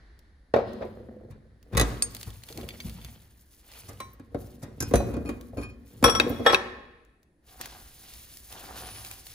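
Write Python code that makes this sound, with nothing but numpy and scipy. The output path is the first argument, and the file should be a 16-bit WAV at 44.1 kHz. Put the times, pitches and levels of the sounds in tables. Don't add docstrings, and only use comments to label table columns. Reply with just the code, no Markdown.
import sys
import numpy as np
from scipy import signal
from scipy.fft import rfft, irfft, next_fast_len
from scipy.io import wavfile
from scipy.ndimage import uniform_filter1d, map_coordinates

SR = 44100
rng = np.random.default_rng(int(sys.argv[2]) if len(sys.argv) > 2 else 0)


def put_to_file(sound):
    columns = np.atleast_2d(sound).T
    safe = np.clip(columns, -1, 1)
    whole_steps = np.round(safe * 32767)
    wavfile.write(sys.argv[1], SR, whole_steps.astype(np.int16))


N = 411894
TOP_HZ = 16200

BLOWS = [(0.539, -10, -25.5, "table"), (0.562, -11, -31, "table"), (0.823, -34, -42, "table"),
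         (1.75, -29, -33.5, "plate rim"), (1.77, -23, -31, "plate face"), (1.776, -28.5, -24, "plate face"),
         (1.797, -22.5, -25.5, "plate face"), (1.812, -20, -27, "plate face"), (2.024, -69, -40.5, "pin"),
         (2.503, -42.5, -55.5, "plate edge"), (2.567, -42.5, -54.5, "plate edge"),
         (2.584, -43, -50.5, "plate edge"), (2.634, -44.5, -53, "plate edge"),
         (2.665, -48, -58, "plate edge"), (3.932, -57, -57, "plate face"), (4.003, -39, -35, "knife hub"),
         (4.197, -38.5, -54, "housing"), (4.346, -22, -43.5, "shaft end"), (4.805, -30.5, -35, "shaft"),
         (4.825, -28, -36.5, "shaft"), (4.911, -23.5, -41.5, "housing"), (4.938, -9, -26, "shaft end"),
         (4.957, -21.5, -29.5, "shaft"), (5.003, -22, -42.5, "shaft end"), (5.069, -31.5, -51.5, "housing"),
         (5.113, -37, -54, "housing"), (5.14, -28.5, -44, "housing"), (5.167, -23, -44.5, "housing"),
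         (5.251, -29, -52.5, "housing"), (5.291, -25, -36, "housing"), (5.533, -39.5, -63.5, "table"),
         (5.571, -32, -54, "shaft end"), (6.027, -15.5, -30.5, "housing"), (6.041, -13.5, -12, "knife hub"),
         (6.06, -14, -21, "knife flat"), (6.079, -17.5, -18, "knife flat"), (6.15, -28, -26, "knife flat"),
         (6.199, -20.5, -20, "knife tip"), (6.242, -21.5, -50.5, "housing"),
         (6.266, -20.5, -49, "knife flat"), (6.301, -21.5, -48, "housing"),
         (6.463, -9.5, -11, "knife edge"), (6.531, -15.5, -17.5, "knife flat"),
         (6.545, -34, -22.5, "knife tip")]
SCRAPES = [(0.588, -19, -36, "table"), (0.818, -28, -44, "table"), (1.312, -55, -54, "foot"),
           (1.735, -34, -40.5, "plate rim"), (1.782, -29, -25.5, "plate rim"),
           (1.829, -32.5, -33, "plate rim"), (2.275, -44.5, -48, "foot"), (2.584, -32, -47.5, "housing"),
           (2.855, -44, -63, "foot"), (3.892, -41.5, -45.5, "plate face"), (4.632, -35.5, -45, "shaft"),
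           (5.299, -27, -44, "housing"), (5.578, -23.5, -51.5, "housing"), (5.617, -39, -43.5, "housing"),
           (6.305, -23.5, -48, "housing"), (6.401, -22.5, -51.5, "housing"),
           (6.46, -23.5, -28, "knife edge"), (6.5, -19.5, -18.5, "knife flat")]
CONTACT_TONES = { "table": (-18, -39.5, 546.5, 924, -20, 2), "foot": (15.5, -0.5, 293, 1043.5, -9, 1.5),
                 "housing": (-9, -1.5, 238.5, 1083.5, -3, 0.2),
                 "plate face": (-0.5, 9, 505.5, 1203, -5.5, -0.7),
                 "plate edge": (-16.5, -3, 440, 797, 0, 1.7),
                 "plate rim": (8.5, -9.5, 436, 1194.5, -7.5, 2.5), "pin": (16.5, 22, 251, 4444, -8, 1.3),
                 "shaft": (3, 8, 244.5, 1577, -1, 0.5), "shaft end": (-6.5, -6, 521, 1079, -5.5, 0.5),
                 "knife hub": (-8.5, -0.5, 547, 1077.5, -2.5, 3.5),
                 "knife flat": (-20.5, -18.5, 483.5, 1109, -11, 0.5),
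                 "knife edge": (-28.5, -22, 539, 1800.5, -15, 1),
                 "knife tip": (-18.5, -0.5, 494, 2535, -11, -1), }

# t/s, level/dB
PLATE_JUDDERS = [(1.7715, -11.5), (1.7765, -17), (1.7975, -9.5), (1.8125, -11.5)]
PIN_SNAPS = [(2.023, -2)]
BORE_CLINKS = [(2.4874, -37.5), (2.612, -37.5), (2.6891, -30.5), (2.706, -32.5), (2.8021, -28),
               (2.808, -31), (2.896, -38.5), (3.015, -40.5), (3.048, -36)]
PLATE_CLINKS = [(4.0021, -29)]
KNIFE_CATCHES = [(4.6341, -50.5), (4.8041, -19.5), (4.825, -22.5)]
KNIFE_JERKS = [(4.9374, -23), (4.9571, -24)]
KNIFE_RASPS = [(5.1406, -39.5), (5.273, -33), (5.2842, -42.5), (5.5741, -36), (5.5921, -35.5),
               (5.6328, -33.5), (5.6932, -44)]
TIP_STRIKES = [(6.1995, -8), (6.546, -10)]
EDGE_LANDINGS = [(6.4658, -5)]
# t/s, level/dB, treble tilt/(dB per octave)
KNIFE_BOUNCES = [(6.0428, -6.5, 12.5), (6.0969, -13, 10.5), (6.1509, -15.5, 6.5), (6.1982, -33, 3.5),
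                 (6.5255, -18.5, 4.5)]
# t/s, level/dB
RING_TAPS = [(0.807, -35.5), (0.848, -31.5), (0.939, -52), (1.001, -40.5), (1.038, -46.5), (1.059, -46.5),
             (1.112, -45), (1.163, -41.5), (1.209, -44.5), (1.235, -46), (1.249, -46.5), (1.287, -46),
             (1.453, -56)]
SQUEAKS = [(4.131, -60), (4.41, -62.5), (6.295, -44)]
# t/s, f/Hz, level/dB
CRUMBS = [(0.191, 5400, -55), (0.733, 5700, -52.5), (1.628, 4930, -56.5), (2.1484, 4300, -34),
          (2.167, 4360, -38), (2.2121, 4220, -38.5), (2.2302, 4430, -35.5), (2.304, 3410, -44),
          (2.4359, 4270, -40.5), (2.488, 3350, -40.5), (2.5258, 4300, -41), (2.575, 4330, -36.5),
          (2.612, 4180, -45.5), (2.6891, 3350, -35), (2.8037, 2250, -39.5), (2.867, 4400, -47),
          (2.896, 4470, -40), (3.047, 2150, -40.5), (3.538, 4560, -60), (3.717, 4640, -48.5),
          (5.411, 3760, -46.5), (6.2931, 1780, -44.5), (7.0499, 5950, -65), (7.2308, 5990, -62.5),
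          (7.6124, 1740, -29), (7.658, 1620, -34.5), (8.1036, 2540, -50.5), (8.1375, 4220, -43),
          (8.3707, 5200, -41), (8.5255, 9200, -40), (9.0483, 3700, -37), (9.1128, 2300, -35.5),
          (9.268, 4080, -40)]

# t/s, hold/s, level/dB
KNIFE_SKID = [(6.24, 0.31, -53)]
# t/s, hold/s, level/dB
HIGH_TONE = [(8.83, 0.15, -50.5)]
# t/s, hold/s, rumble level/dB, rubbing level/dB
DRAGS = [(1.84, 0.017, -46, -34.5), (2.58, 0.054, -44, -47), (2.87, 0.2, -47, -63.5),
         (3.85, 0.2, -50.5, -61), (4.38, 0.02, -46, -49.5), (4.67, 0.048, -50.5, -50),
         (4.85, 0.029, -36.5, -52), (4.97, 0.28, -41.5, -40), (5.57, 0.048, -42.5, -60),
         (6.02, 0.026, -41.5, -46.5), (6.16, 0.16, -44.5, -38)]
# t/s, hold/s, coarse level/dB, fine level/dB
CRUSHES = [(0.83, 0.08, -82.5, -76), (1.87, 0.031, -46, -60), (2.11, 0.14, -54, -56),
           (2.49, 0.55, -53, -56.5), (3.2, 0.64, -89, -67), (3.73, 0.087, -51.5, -57),
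           (4.42, 0.049, -62, -63.5), (4.86, 0.13, -55, -57.5), (5.14, 0.32, -76, -69),
           (5.9, 0.14, -64, -65.5), (6.15, 0.22, -57, -59.5)]
# t/s, effort level/dB, hollow level/dB, treble level/dB
DIGGING = [(7.4, -110, -110, -104), (7.48, -58.5, -63, -59.5), (7.594, -65, -59, -59),
           (7.61, -47.5, -46, -49), (7.62, -45.5, -50.5, -56), (7.826, -61.5, -59, -53.5),
           (7.95, -60.5, -72.5, -56), (8.02, -60, -64, -54.5), (8.13, -55, -67, -52.5),
           (8.35, -60.5, -89, -53.5), (8.464, -70.5, -69.5, -52.5), (8.518, -51, -52, -48),
           (8.702, -55, -48.5, -53), (8.79, -48, -47.5, -47.5), (8.966, -49, -55, -48.5),
           (9.128, -54, -57, -48.5), (9.228, -61, -65, -53.5), (9.34, -53, -72, -49)]
# t/s, level/dB
HUM_ENVELOPE = [(0, -49.5), (0.5, -59.5), (1.7, -59.5), (3.5, -59.5), (6.9, -59.5), (7.35, -71.5),
                (7.6, -55.5), (9.34, -55.5)]

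# f/Hz, level/dB, T60/s before added damping
SEATED_PLATE_MODES = [(1200, -5, .14), (1950, 0, .13), (2550, -2, .1), (3000, -5, .09), (3500, -4, .16),
                      (3900, -3, .12), (4400, -3, .07), (5100, -7, .07), (6200, -6, .16), (6870, -5, .07),
                      (8750, -5, .05), (9100, -3, .06), (10200, -6, .06), (10600, -7, .07)]
PIN_MODES = [(2560, -14, .04), (4600, -1, .014), (5270, -14, .05), (6551, -13, .12), (8683, 0, .1),
             (9851, -17, .06)]
HANGING_PLATE_MODES = [(1949, -12, .07), (2260, -3, .045), (2700, -6, .03), (3155, -4, .04), (3467, 0, .05),
                       (4200, -5, .03), (4683, -6, .07), (6100, -12, .05)]
FREE_PLATE_MODES = [(1066, -1, .2), (2293, -13, .25), (3978, -9, .22), (5410, -21, .2), (5916, -18, .3),
                    (8215, -19, .2), (10610, -19, .13)]
CAUGHT_KNIFE_MODES = [(1085, -13, .15), (1600, -9, .08), (2492, -18, .4), (4380, -17, .2), (5250, -2, .2),
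                      (6191, -3, .16), (6720, -8, .08), (7150, 2, .11), (7800, -9, .08), (8662, -10, .15),
                      (9598, -11, .1), (10620, -7, .08), (11000, -1, .07), (11250, -2, .06),
                      (12700, -4, .06), (13300, -8, .05)]
JERKED_KNIFE_MODES = [(2492, -10, .5), (4000, -6, .33), (5938, -7, .36), (6191, 0, .15), (6400, -7, .08),
                      (7200, -7, .1), (8662, -3, .14), (9650, -8, .08), (10290, -2, .2), (10450, -1, .12),
                      (13810, -7, .06)]
LOOSE_KNIFE_MODES = [(1030, -3, .25), (1220, -3, 0.3), (1600, -7, .2), (2310, -5, .07), (2470, 3.5, 0.4),
                     (3150, -12, 0.3), (4380, -7, 0.2), (5170, -13, .25), (5450, -10, 0.15),
                     (6720, -13, .2), (7120, -17, .3), (8800, -13, .15), (10150, -3, 0.12),
                     (11700, -13, .08), (13950, -11, .06)]
DROPPED_KNIFE_MODES = [(790, -4, .08), (1087, -5, .2), (1279, -7, .3), (1315, 2, .3), (1680, -4, .06),
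                       (2530, -15, .14), (3341, 0.5, .25), (3362, -8, .26), (3768, -14, .14),
                       (4840, -12, .12), (5530, -5, .17), (5607, 0, .2), (5900, -14, .08), (7720, -22, .17),
                       (8430, -22, .15), (8700, -32, .12), (9750, -32, .3), (10125, -13.5, .15),
                       (11200, -24, .12), (11830, -31, .1), (12710, -28, .15), (13430, -31, .12)]
KNIFE_TIP_MODES = [(1608, -2.5, 0.02), (2580, 2, 0.032), (3230, -22.5, 0.17), (3760, -1, 0.033),
                   (3950, -6.5, 0.024), (4490, -11, 0.026)]
LANDED_KNIFE_MODES = [(790, -2, .1), (1087, -6, .15), (1315, -1, .25), (1650, -3, .09), (3341, 5, .16),
                      (3356, -8, .2), (3700, -11, .14), (5520, -11, .17), (5607, -21, .17),
                      (7720, -18.5, .17), (8430, -28, .12), (9750, -30, .38), (10125, -32, .15),
                      (11200, -22, .15), (12710, -25, .14), (13430, -30, .12)]

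# f/Hz, bandwidth/Hz, lift/dB
TABLE_PEAKS = [(63, 14, 10), (98, 12, 7), (122, 14, 5), (186, 14, 5), (235, 22, 8), (292, 18, 7),
               (374, 22, 5), (467, 36, 8), (560, 36, 4), (790, 120, 4), (1090, 50, 5), (1300, 50, 5),
               (1660, 160, 3), (1950, 160, 3), (2500, 140, 4), (3750, 260, 5)]
UNDER_RING_PEAKS = [(221, 29, 11.5), (507, 36, 9), (367, 30, 4.5), (782, 73, 0)]
RING_PEAKS = [(1910, 220, 9), (4200, 90, 8), (4930, 90, 15), (5480, 60, 12)]
PLATE_PEAKS = [(2300, 200, 0.5), (3400, 270, 2.5), (4400, 320, 6.5)]

# f/Hz, level/dB
THUD_SPECTRUM = [(25, -38), (42, -19), (56, 0), (78, -4), (100, 2), (135, -3), (220, -16), (500, -55)]
KNOCK_SPECTRUM = [(70, -29.5), (160, -12.5), (240, -0.5), (350, -1.5), (480, -4.5), (640, -7), (850, -17.5),
                  (1400, -24), (3000, -61)]
CLACK_SPECTRUM = [(400, -22.5), (800, 3.5), (1200, 2.5), (1480, -0.5), (1750, -1), (2200, -4), (2550, -6.5),
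                  (3000, -11), (3800, -11), (5000, -14), (8000, -36)]
TICK_SPECTRUM = [(2500, -32), (4500, -1), (7000, 0), (10300, 0), (12300, -9), (14000, 0), (16500, -15.5)]
TAP_SPECTRUM = [(150, -21.5), (350, -2.5), (500, 2), (620, -7), (850, -20), (2000, -47.5), (5000, -51.5)]
# f/Hz, level/dB
IRON_RUB_SPECTRUM = [(70, -37), (140, -3), (240, 1.5), (350, -2.5), (500, -0.5), (650, -8.5), (900, -21),
                     (1400, -19.5), (3000, -48.5)]
RING_RUB_SPECTRUM = [(100, -34.5), (210, 2.5), (320, -2), (430, 1), (530, -3), (680, -5.5), (1000, -17.5),
                     (2000, -19.5), (3000, -56)]
RING_HISS_SPECTRUM = [(1500, -10), (3000, 6.5), (4300, 4), (5200, -6), (6500, -13.5), (10000, -12),
                      (16000, -19.5)]
SQUEAK_SPECTRUM = [(3000, -36), (11500, -22.5), (13400, 2), (14500, -0.5), (16200, -10)]
# f/Hz, level/dB
SNAP_SPECTRUM = [(300, -12), (1500, -8.5), (2200, -5.5), (4600, -7), (8000, -7), (15000, -6.5)]
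COARSE_SPECTRUM = [(200, -15.5), (700, -2), (1200, -6), (1600, -7.5), (2300, -7), (3000, -6), (3900, -9.5),
                   (6000, -18), (10000, -32.5)]
FINE_SPECTRUM = [(2000, -9), (4200, -1.5), (6000, -0.5), (8300, -0.5), (10500, 3), (12200, -0.5),
                 (15000, 5), (15700, 1), (16200, -17)]
HEAP_SPECTRUM = [(200, -8.5), (800, -12.5), (1500, -11), (2200, -6), (4000, -4.5), (6000, -9.5),
                 (10000, -24)]
HOLLOW_SPECTRUM = [(150, -6.5), (250, -3), (500, -4.5), (780, -6), (1100, -7.5), (1650, -4), (2200, -17),
                   (3000, -30.5)]
# f/Hz, level/dB
HUM_SPECTRUM = [(25, -11), (45, -2), (60, 6), (80, -4.5), (110, -17.5), (170, -20), (300, -23),
                (600, -31.5), (1200, -33), (1800, -23), (2600, -42), (4300, -35.5), (6500, -49),
                (16000, -72.5)]
FLOOR_SPECTRUM = [(25, 8), (300, 8.5), (700, -5), (1800, -24.5), (3000, -29.5), (6000, -27), (10000, -18.5),
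                  (16000, -38.5)]

# f/Hz, T60/s
ROOM_T60 = [(80, 1), (250, 1.1), (500, 0.87), (1000, 0.8), (2000, 1.02), (4000, 0.85), (8000, 0.5),
            (15000, 0.45)]
# f/Hz, correlation coefficient
STEREO_CORRELATION = [(60, .99), (290, .93), (640, .7), (1050, .5), (1600, -.1), (2300, .45), (3150, .25),
                      (4200, .55), (5400, -.1), (6300, .5), (7400, 0), (8400, -.75), (9100, -.1),
                      (9750, .9), (10300, .9), (11800, -.95), (12350, -.95), (13800, .9), (14350, .9),
                      (15700, -.9)]


def blows():
    hard = amp(-7) * contacts(BLOWS, swell=.001, stretch=0.8, focus_db=9)
    soft = amp(-7.5) * contacts(SCRAPES, swell=.02, stretch=2.4, focus_db=4.5)
    return hard + soft


def contacts(rows, swell, stretch, focus_db):
    out = np.zeros((2, N))
    for start, knock_db, clack_db, label in rows:
        thud_db, tick_db, knock_hz, clack_hz, dip_db, pan_db = CONTACT_TONES[label]
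        octave_dip = (knock_hz / 2, knock_hz / 2, dip_db)
        tabletop = [*TABLE_PEAKS, (knock_hz * 1.024, knock_hz * 0.57, focus_db), octave_dip]
        pair = [(clack_hz, clack_hz * 0.098, focus_db), (clack_hz * 2.1, clack_hz * 0.023, focus_db / 2)]
        narrow = [(hz, 80, 7) for hz in np.linspace(1700, 12000, 20) + rng.uniform(-200, 200, 20)]
        iron = [*TABLE_PEAKS, *pair, *narrow]
        thud = burst(THUD_SPECTRUM, TABLE_PEAKS, swell, t60=0.021, tail_db=-22.5, tail_t60=0.16)
        knock = burst(KNOCK_SPECTRUM, tabletop, swell, t60=0.067 * stretch, tail_db=-12.5, tail_t60=0.22)
        clack = burst(CLACK_SPECTRUM, iron, swell, t60=0.1 * stretch, tail_db=-33, tail_t60=0.25)
        tick = burst(TICK_SPECTRUM, iron, swell, t60=0.023 * stretch, tail_db=-12.5, tail_t60=0.069)
        from_table = amp(knock_db) * (amp(thud_db + 1) * thud + amp(-1) * knock)
        from_iron = amp(clack_db) * (clack + amp(tick_db - 8.5) * tick)
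        add(out, start - swell, (from_table + from_iron) * pan(pan_db))
    return out


def steel():
    plate = ringing(PLATE_CLINKS, FREE_PLATE_MODES, db=-5)
    seated = ringing(PLATE_JUDDERS, SEATED_PLATE_MODES, db=-15.5, damping=1.6, waver_db=3.5)
    bore = ringing(BORE_CLINKS, HANGING_PLATE_MODES, db=-10)
    pin = ringing(PIN_SNAPS, PIN_MODES, db=-13)
    catch = ringing(KNIFE_CATCHES, CAUGHT_KNIFE_MODES, db=-13.5, damping=1.2, waver_db=2.5)
    jerk = ringing(KNIFE_JERKS, JERKED_KNIFE_MODES, db=-13.5, damping=1.1, waver_db=2)
    return plate + seated + bore + pin + (catch + jerk) * pan(-2) + rasping_knife() + falling_knife()


def falling_knife():
    bounces = ringing(KNIFE_BOUNCES, DROPPED_KNIFE_MODES, db=-12.5, damping=1.1, waver_db=2.2)
    landing = ringing(EDGE_LANDINGS, LANDED_KNIFE_MODES, db=-12, waver_db=1.5)
    tip = ringing(TIP_STRIKES, KNIFE_TIP_MODES, db=-2)
    sliding, = strokes(KNIFE_SKID, rise_db_per_s=301, fall_db_per_s=246.5)
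    friction = noise([(600, -14), (1300, 0.5), (3400, 2.5), (5600, -5), (9000, -22.5)],
                     peaks=[(1300, 70, 22), (3360, 110, 23), (5580, 130, 22)])
    return (bounces + landing + tip + sliding * friction) * pan(4.6)


def rasping_knife(slips_per_rasp=3, scatter_s=0.0072):
    slips = [(start + scatter_s * offset, db + 2 * size)
             for start, db in KNIFE_RASPS for offset, size in rng.standard_normal((slips_per_rasp, 2))]
    return ringing(slips, LOOSE_KNIFE_MODES, db=-17, damping=1.4)


def sliding_ring(start=0.68, hold=0.76):
    moving, = strokes([(start, hold, 0)], rise_db_per_s=386.5, fall_db_per_s=43.5)
    age = np.maximum(np.arange(N) / SR - start, 0)
    slips = grains(RING_RUB_SPECTRUM, rate=610, spread_db=2.5, clump_db=0.5, peaks=UNDER_RING_PEAKS)
    rubbing = amp(-42 - 26 * age) * slips
    rumble = amp(-47 - 12 * age) * noise(THUD_SPECTRUM, TABLE_PEAKS)
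    hiss = amp(-57 - 59 * age) * noise(RING_HISS_SPECTRUM, RING_PEAKS)
    return moving * (rubbing + rumble + hiss)


def rocking_ring():
    out = np.zeros((2, N))
    for start, db in RING_TAPS:
        tap = burst(TAP_SPECTRUM, UNDER_RING_PEAKS, swell=0, t60=0.047, tail_db=-18, tail_t60=0.15)
        add(out, start, amp(db - 7) * tap)
    return out


def crumbs():
    out, t = np.zeros((2, N)), np.arange(SR // 20) / SR
    envelope = amp(-60 * t / 0.011) + amp(-10 - 60 * t / 0.05)
    for start, hz, db in CRUMBS:
        force = rng.standard_normal((2, len(t))) * envelope
        snap = unit(colour(force, SNAP_SPECTRUM, peaks=[(hz, hz / 5, 8)]))
        add(out, start, amp(db - 11) * snap)
    return out


def squeaks():
    out = np.zeros((2, N))
    for start, db in SQUEAKS:
        squeak = burst(SQUEAK_SPECTRUM, (), swell=0.0023, t60=0.04, tail_db=-24.5, tail_t60=0.08)
        add(out, start, amp(db) * squeak)
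    return out


def dragging():
    pressure, rubbing = strokes(DRAGS, rise_db_per_s=158, fall_db_per_s=80.5)
    rumble = amp(0.5) * pressure * noise(THUD_SPECTRUM, TABLE_PEAKS)
    slips = grains(IRON_RUB_SPECTRUM, rate=1100, spread_db=2, clump_db=2, peaks=TABLE_PEAKS)
    return rumble + rubbing * slips


def grit():
    coarse, fine = strokes(CRUSHES, rise_db_per_s=141.5, fall_db_per_s=63.5)
    fractures = grains(COARSE_SPECTRUM, rate=4300, spread_db=2, clump_db=3.5, peaks=PLATE_PEAKS)
    crunch = amp(-5) * fractures + amp(-10.5) * crackle()
    trickle = grains(FINE_SPECTRUM, rate=4000, spread_db=2, clump_db=4.5)
    return coarse * crunch + amp(3.5) * fine * trickle


def digging():
    effort, cupped, treble = envelopes(DIGGING)
    shifting = grains(HEAP_SPECTRUM, rate=4200, spread_db=-0.8, clump_db=2.5)
    crunch = amp(-0.5) * shifting + amp(-14) * crackle()
    hollow = amp(0.5) * grains(HOLLOW_SPECTRUM, rate=2600, spread_db=-3.5, clump_db=1.8,
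                               peaks=[(750, 100, 8.5), (1050, 360, 4.1)])
    fizz = grains(FINE_SPECTRUM, rate=7600, spread_db=-1.5, clump_db=2.5, peaks=[(8700, 62, 2.8)])
    rumble = amp(-51) * effort / effort.max() * noise(THUD_SPECTRUM, TABLE_PEAKS)
    return effort * crunch + cupped * hollow + treble * fizz + rumble


def crackle(count=900, lowest_hz=1800, pitch_ratio=3.2, decay_cycles=3, spread_db=4.5):
    out, t = np.zeros((2, N)), np.arange(SR // 100) / SR
    for when, pitch, size, left_phase, right_phase in rng.random((count, 5)):
        hz = lowest_hz * pitch_ratio ** pitch
        phase = np.array([[left_phase], [right_phase]])
        ring = np.sin(2 * np.pi * (hz * t + phase)) * np.exp(-hz * t / decay_cycles)
        add(out, when * N / SR, amp(spread_db * min(-np.log(1 - size), 3)) * ring)
    return unit(out)


def high_tone():
    gain, = strokes(HIGH_TONE, rise_db_per_s=250, fall_db_per_s=109)
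    return gain * noise([(9500, -59), (10250, -11.5), (10420, 9.5), (10600, -16.5), (11300, -55.5)])


def reverberation(x, wet_db):
    hz, t, bands = signal.stft(rng.standard_normal((2, SR * 3 // 2)), SR, nperseg=256)
    decay = amp(-60 * t / along(ROOM_T60, hz)[:, None])
    tail = signal.istft(bands * decay, SR, nperseg=256)[1]
    tail = colour(tail, [(60, -2), (250, 0.5), (500, -7.5), (1000, -2.5), (2000, -5), (4000, -5.5),
                         (8000, -4.5), (15000, -15)])
    return amp(wet_db) * signal.fftconvolve(x, tail / np.linalg.norm(tail[0]), axes=1)[:, :N]


def background():
    hum_gain, = envelopes(HUM_ENVELOPE)
    return hum_gain * noise(HUM_SPECTRUM) + amp(-68.5) * noise(FLOOR_SPECTRUM)


def ringing(hits, modes, db, damping=1, waver_db=1):
    out, t = np.zeros((2, N)), np.arange(SR * 3 // 5) / SR
    free = np.array([amp(mode_db - 60 * damping * t / t60) * np.exp(2j * np.pi * hz * t)
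                     for hz, mode_db, t60 in modes])
    knots = np.arange(0, .6, .012)
    waver = np.array([np.interp(t, knots, row) for row in rng.standard_normal((len(modes), len(knots)))])
    free *= amp(waver_db * waver)
    arrival = np.exp(1j * np.pi / 4 * np.outer([1, -1], rng.choice([-1, 1], len(modes))))
    octaves = np.log2([mode[0] for mode in modes])
    for start, hit_db, *brightness in hits:
        scatter_db, phase = rng.standard_normal((2, len(modes)))
        tilt_db = sum(brightness) * np.maximum(octaves - np.median(octaves), 0)
        weights = amp(db + hit_db + scatter_db + tilt_db) * np.exp(1j * phase) * arrival
        add(out, start, (weights @ free).imag)
    return out


def burst(spectrum, peaks, swell, t60, tail_db, tail_t60):
    t = np.arange(SR * 2 // 5) / SR - swell
    decay = amp(-60 * np.abs(t) / t60) + amp(tail_db - 60 * np.abs(t) / tail_t60)
    envelope = np.where(t < 0, (1 + t / (swell + 1e-9)) ** 2, decay)
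    x = colour(rng.standard_normal((2, len(t))) * envelope, spectrum, peaks)
    return x / np.sqrt(np.mean(x[:, (t >= 0) & (t < .03)] ** 2))


def grains(spectrum, rate, spread_db, clump_db, peaks=()):
    when, pitch, size, phase = rng.random((int(rate * N / SR), 4)).T
    k = np.arange(40)
    decay = amp(np.minimum(-np.log(1 - size), 3.5) * spread_db)[:, None] * np.exp(-k / 7)
    angle = 2 * np.pi * pitch[:, None] * TOP_HZ * k / SR + 2 * np.pi * phase[:, None]
    at = ((when * N).astype(int)[:, None] + k).ravel()
    pair = np.array([np.bincount(at, (decay * wave(angle)).ravel(), N)[:N] for wave in (np.sin, np.cos)])
    clumps = amp(clump_db * 2 * np.tanh(wobble(45) / 2))
    return unit(colour(pair * clumps, spectrum, peaks))


def noise(spectrum, peaks=()):
    return unit(colour(rng.standard_normal((2, N)), spectrum, peaks))


def colour(pair, spectrum, peaks=()):
    n = pair.shape[1]
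    m = 2 * next_fast_len(n // 2 + 2048)
    hz = np.fft.rfftfreq(m, 1 / SR)
    resonance_db = sum(lift / (1 + (2 * (hz - centre) / width) ** 2) for centre, width, lift in peaks)
    cepstrum = irfft(np.log(amp(along(spectrum, hz) + resonance_db)))
    cepstrum[1:m // 2] *= 2
    cepstrum[m // 2 + 1:] = 0
    filtered = rfft(pair, m) * np.exp(rfft(cepstrum))
    turn = np.arccos(np.clip(along(STEREO_CORRELATION, hz), -1, 1)) / 2
    mid, side = irfft(filtered * [np.cos(turn), np.sin(turn)])[:, :n]
    return np.array([mid + side, mid - side])


def strokes(rows, rise_db_per_s, fall_db_per_s):
    t = np.arange(N) / SR
    loudest_db = -120
    for start, hold, *levels in rows:
        rise_db = rise_db_per_s * np.maximum(start - t, 0)
        fall_db = fall_db_per_s * np.maximum(t - start - hold, 0)
        loudest_db = np.maximum(loudest_db, np.add.outer(levels, -rise_db - fall_db))
    return amp(loudest_db)


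def envelopes(rows):
    times, *columns = np.transpose(rows)
    curves_db = [np.interp(np.arange(N) / SR, times, db, left=-120, right=-120) for db in columns]
    return [uniform_filter1d(amp(db), size=900) for db in curves_db]


def wobble(rate):
    return map_coordinates(rng.standard_normal(int(N * rate / SR) + 4), [np.arange(N) * rate / SR])


def along(points, hz):
    f, values = np.transpose(points)
    return np.interp(np.log(hz + 1), np.log(f + 1), values)


def add(track, start, sound):
    part = track[:, max(round(start * SR), 0):][:, :sound.shape[1]]
    part += sound[:, :part.shape[1]]


def pan(db):
    return amp([[db / 2], [-db / 2]])


def amp(db):
    return 10 ** (np.asarray(db) / 20)


def unit(x):
    return x / np.sqrt(np.mean(x ** 2) + 1e-20)


def scene():
    rings = steel()
    noises = blows() + sliding_ring() + rocking_ring()
    noises += crumbs() + squeaks() + dragging() + grit() + digging() + high_tone()
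    room = reverberation(noises + amp(-11) * rings, wet_db=-14.5)
    return rings + noises + room + background()


def record(dry):
    m = next_fast_len(N + SR // 2)
    passband = np.fft.rfftfreq(m, 1 / SR) < TOP_HZ
    return irfft(rfft(dry, m) * passband, m)[:, :N]


dry = scene()
out = record(dry)
put_to_file(out)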